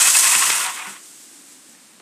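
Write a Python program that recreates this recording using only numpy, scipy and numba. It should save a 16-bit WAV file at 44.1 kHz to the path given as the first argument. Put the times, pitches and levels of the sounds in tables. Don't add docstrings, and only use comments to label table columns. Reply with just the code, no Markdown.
import sys
import numpy as np
from scipy import signal
from scipy.fft import rfft, irfft
from scipy.io import wavfile
from scipy.ndimage import uniform_filter1d
from numba import njit

SR = 44100
rng = np.random.default_rng(int(sys.argv[2]) if len(sys.argv) > 2 else 0)


def attenuation_scalar(level_db):
    decades = np.asarray(level_db, float) / 20
    return 10 ** decades


def transcribe(u):
    v = np.clip(np.atleast_2d(u).T, -1, 1)
    q = np.round(v * 32767).astype(np.int16)
    wavfile.write(sys.argv[1], SR, q)


N = 88773
t = np.arange(N) / SR


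def unit(x):
    return x / np.sqrt(np.mean(x ** 2))


def noise():
    return rng.standard_normal(N)


def curve(points, col):
    points = np.array(points)
    return np.interp(t, points[:, 0], points[:, col])


@njit
def svf(x, hz, width):
    y = np.empty(len(x))
    b, l = 0., 0.
    for i in range(len(x)):
        g = np.tan(np.pi * hz[i] / SR)
        k = width / hz[i]
        v = (b + g * (x[i] - l)) / (1 + g * (g + k))
        b = 2 * v - b
        l = l + 2 * g * v
        y[i] = k * v
    return y


def band(x, hz, width_hz):
    return svf(x + 1e-18, hz + 0 * t, 1. * width_hz)


def colour(x, spectrum):
    points = np.array(spectrum)
    log_hz = np.log(np.arange(N // 2 + 1) * SR / N + 1)
    gain_db = np.interp(log_hz, np.log(points[:, 0]), points[:, 1])
    return irfft(rfft(x) * attenuation_scalar(gain_db), N)


def walk(rate_hz):
    hold = int(SR / rate_hz)
    steps = np.repeat(rng.standard_normal(N // hold + 1), hold)
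    return 1.3 * uniform_filter1d(uniform_filter1d(steps, hold), hold)[:N]


def grit(per_s, spread_db):
    chance = rng.random(N)
    strength = np.minimum(rng.exponential(size=N), 4.5)
    rub = noise()
    hits = np.clip((per_s / SR - chance) * SR / per_s * 4, 0, 1)
    return unit(hits * attenuation_scalar(spread_db * strength) * np.sign(rub) + .3 * rub)


def decay(start_s, tau_s):
    return (t >= start_s) * np.exp(-np.clip(t - start_s, 0, 9) / tau_s)


def crack(start_s, hz):
    snap_s, tail_s, tail_db = 0.0017, .012, -10
    env = decay(start_s, snap_s) + attenuation_scalar(tail_db) * decay(start_s, tail_s)
    width_hz = np.minimum(1.6 * hz, 4500.)
    return unit(band(band(noise(), hz, width_hz), hz, width_hz)) * env


def table(push):
    # hz, level_db, t60_s
    modes = [(177, -10, 0.23), (203, -2, 0.15), (243, -6, .1), (320, -5.5, 0.11), (390, 4, 0.068),
             (444, -5, 0.066), (530, -4.5, 0.12), (805, 12.5, 0.047)]
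    ring = 0
    for hz, db, t60_s in modes:
        ring = ring + attenuation_scalar(db) * np.exp(-np.log(1000) * t / t60_s) * np.sin(2 * np.pi * hz * t)
    return signal.fftconvolve(push, ring)[:N]


def braids(push):
    # hz, level_db
    scrape_colour = [(150, -33.5), (800, -19.5), (4200, -10.5), (5400, -8), (6600, -5.5), (8100, -4),
                     (10500, -9.5), (15500, -24.5)]
    ring_hz = 8210 * (1 + .035 * walk(22.17))
    ring = unit(band(push, ring_hz, 1800)) * attenuation_scalar(-8)
    spark_hz, spark_width_hz, spark_db = 12900, 4500, -26
    fizz = unit(band(band(push, spark_hz, spark_width_hz), spark_hz, spark_width_hz))
    fizz = fizz * attenuation_scalar(spark_db + 4.0 * walk(16.3))
    return unit(unit(colour(push, scrape_colour)) + ring + fizz)


def room_floor():
    # hz, level_db
    hush_colour = [(25, -35.5), (70, -37), (130, -10), (220, -3), (420, -8), (1600, -7), (5000, -10.5),
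                   (15000, -35)]
    return unit(colour(noise(), hush_colour)) * attenuation_scalar(-54)


def room_echo(x):
    t60_s, wet_db, first_echo_s = .3, -15, 0.0067
    tail = noise() * decay(first_echo_s, t60_s / np.log(1000))
    return attenuation_scalar(wet_db) * signal.fftconvolve(x, tail / np.sqrt(np.sum(tail ** 2)))[:N]


def far_car():
    # start_s, hiss_db, drone_hz
    far = [
        (0, -38, 320),
        (1.1, -44.5, 300),
        (1.4, -45.5, 301),
        (1.72, -48.5, 265),
        (1.79, -50.5, 245),
        (2.02, -54, 215),
    ]
    hiss = braids(grit(15700, 2.2)) * attenuation_scalar(curve(far, 1) + 1.0 * walk(20))
    hz = curve(far, 2)
    width_hz, drone_db, throb_db = 100, -59, 2.
    drone = band(band(noise(), hz, width_hz), hz, 1.14 * width_hz)
    drone = drone / np.sqrt(uniform_filter1d(drone ** 2, size=3000))
    return hiss + unit(drone) * attenuation_scalar(drone_db + throb_db * walk(30.14))


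def plastic_ticks():
    # start_s, level_db, centre_hz
    ticks = [
        (1.694, -43, 8800),
        (1.75, -47, 1160),
        (1.9994, -43.5, 1600),
        (2.001, -40.5, 710),
    ]
    return sum(attenuation_scalar(db) * crack(s, hz) for s, db, hz in ticks)


def track_joints():
    # start_s, thump_db, crack_db, crack_centre_hz
    joints = [(.049, -50, -13, 8000), (0.085, -52, -15, 6800), (0.187, -59, -9.5, 6900),
              (0.25, -46, -23, 2500), (0.351, -30, -13, 2500), (0.402, -45, -19.5, 2540),
              (.47, -40, -23, 2520), (0.502, -46, -12, 2700), (0.664, -52, -21, 2550),
              (0.87, -43.5, -36, 1500), (0.898, -46.5, -49, 1500)]
    out = 0
    for s, thump_db, crack_db, hz in joints:
        thump = table(decay(s, 0.018) * noise()) / 30
        out = out + attenuation_scalar(thump_db) * thump + attenuation_scalar(crack_db) * crack(s, hz)
    return out


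def armature():
    start_hz, sag_hz_per_s, turn_jitter, gate_db = 106.4, 8, 0.077, 0.5
    turn_hz = (start_hz - sag_hz_per_s * t) * (1 + turn_jitter * walk(62.6))
    phase = 2 * np.pi * np.cumsum(turn_hz) / SR
    return attenuation_scalar(gate_db * (np.cos(phase) + 0.43 * np.cos(2 * phase)))


def shell_rattle(beat):
    # hz, width_hz, level_db
    resonances = [(610, 430, -17), (740, 140, -10.5), (948, 85, 0), (1082, 120, 0), (1326, 250, -1),
                  (1700, 470, -5.5), (2074, 360, 0.5), (2320, 170, -4), (2570, 245, 1.5), (2900, 220, -3),
                  (3260, 750, -4)]
    tilt_db_per_oct_s = -1.5
    shake = grit(2170, 2.5) * beat * attenuation_scalar(1.17 * walk(89.95))
    out = 0
    for k, (hz, width_hz, db) in enumerate(resonances):
        mode_db = db + 0.91 * walk(30.6) + tilt_db_per_oct_s * t * np.log2(hz / 1500)
        moving_hz = hz * (1 + 0.022 * walk(15.8))
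        mode = unit(band(band(shake, hz, 2 * width_hz), moving_hz, width_hz))
        out = out + (-1) ** k * attenuation_scalar(mode_db) * mode * np.sqrt(width_hz)
    return unit(out)


def wheel_wobbles():
    # start_s, length_s, shell_lift_db, ringing_hz, scrape_lift_db
    wobbles = [(0.016, .012, 0, 2570, 5), (0.06, 0.0087, 7, 2570, 1), (.077, 0.0068, 8.5, 2570, 4.5),
               (0.153, 0.004, 21.5, 2588, 4), (0.17, 0.0054, 12, 1700, 4.5), (0.195, .005, 9, 6450, 4.5),
               (0.244, 0.017, 10, 1065, 2.5), (0.28, 0.013, 7, 2552, 2.5), (0.329, 0.012, 7, 2552, 2),
               (0.351, 0.017, 5.5, 1007, 0), (0.415, .004, -3, 2630, 1), (0.426, 0.013, 9, 1075, -1),
               (0.455, 0.0082, 3, 2170, -1), (0.526, 0.0077, 6, 2500, 2.5), (0.557, 0.0072, -3, 1955, 2.5),
               (0.614, 0.012, 2, 1435, 0.5), (0.675, 0.024, -5, 749, -2), (0.725, 0.019, -1.5, 1091, -1),
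               (0.773, 0.0092, 1, 2220, -2.5), (0.802, 0.0072, 5.5, 2194, -2.5),
               (0.823, .006, 4.5, 2410, -1), (0.84, 0.027, -3.5, 753, 0.5), (.858, .006, 2.5, 1047, -4),
               (0.89, 0.02, 4.5, 1483, 0)]
    ring_db, ring_waver_rad = 1.5, .7
    lift_db, press_db, rings = 0, 0, 0
    for s, length_s, shell_db, hz, scrape_db in wobbles:
        bump = np.exp(-.5 * ((t - s) / length_s) ** 2)
        lift_db = lift_db + 0.56 * shell_db * bump
        press_db = press_db + scrape_db * bump
        tone = np.sin(2 * np.pi * hz * t + ring_waver_rad * walk(121.5))
        rings = rings + attenuation_scalar(shell_db + ring_db) * bump * tone / 2
    return lift_db, press_db, rings


def near_car():
    # start_s, scrape_db, shell_db (relative to the scrape)
    run = [(0, -15.5, -5), (.09, -17, -9.5), (.105, -16, -10), (.14, -14.5, -16.5), (.2, -15.5, -13.5),
           (.3, -16, -10.5), (.46, -17.5, -9.5), (.485, -20.5, -5), (.57, -20.5, -5.5), (.63, -24.5, -1),
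           (.69, -27.5, 2.5), (.73, -32, -2.5), (.76, -30.5, -2.5), (.82, -39, 6), (.86, -39.5, 2.5),
           (.9, -37, -3.5), (.97, -47, 3), (1.04, -56, 4)]
    beat = armature()
    scrape = braids(grit(9500, 2) * beat) * attenuation_scalar(0.67 * walk(30) + 1.02 * walk(149.7))
    shell = shell_rattle(beat)
    lift_db, press_db, rings = wheel_wobbles()
    roll_db = -31 + 5.0
    roll = unit(table(noise())) * attenuation_scalar(roll_db)
    body = shell * attenuation_scalar(lift_db) + rings + roll
    stop_fade = np.clip((run[-1][0] - t) / 0.073, 0, 1)
    level = attenuation_scalar(curve(run, 1)) * stop_fade
    return level * (scrape * attenuation_scalar(press_db) + attenuation_scalar(curve(run, 2)) * body) + track_joints()


def scene():
    near = near_car() + plastic_ticks()
    cars = near + room_echo(near) + far_car()
    bass_cut = signal.butter(5, 149, "high", fs=SR, output="sos")
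    return (signal.sosfilt(bass_cut, cars) + room_floor())[None]


def roll_off(x):
    return signal.sosfilt(signal.butter(12, 15880, fs=SR, output="sos"), x)


def record(dry):
    rounded = 1.05 * np.tanh(dry / 1.05)
    x = signal.sosfilt(signal.butter(4, 105, "high", fs=SR, output="sos"), rounded)
    x = x + unit(band(noise(), 90, 70)) * attenuation_scalar(-85 + 2.5 * walk(12))
    x = signal.sosfilt(signal.ellip(10, .2, 50, 15330, fs=SR, output="sos"), x)
    return roll_off(x)


dry = scene()
out = record(dry)
transcribe(out)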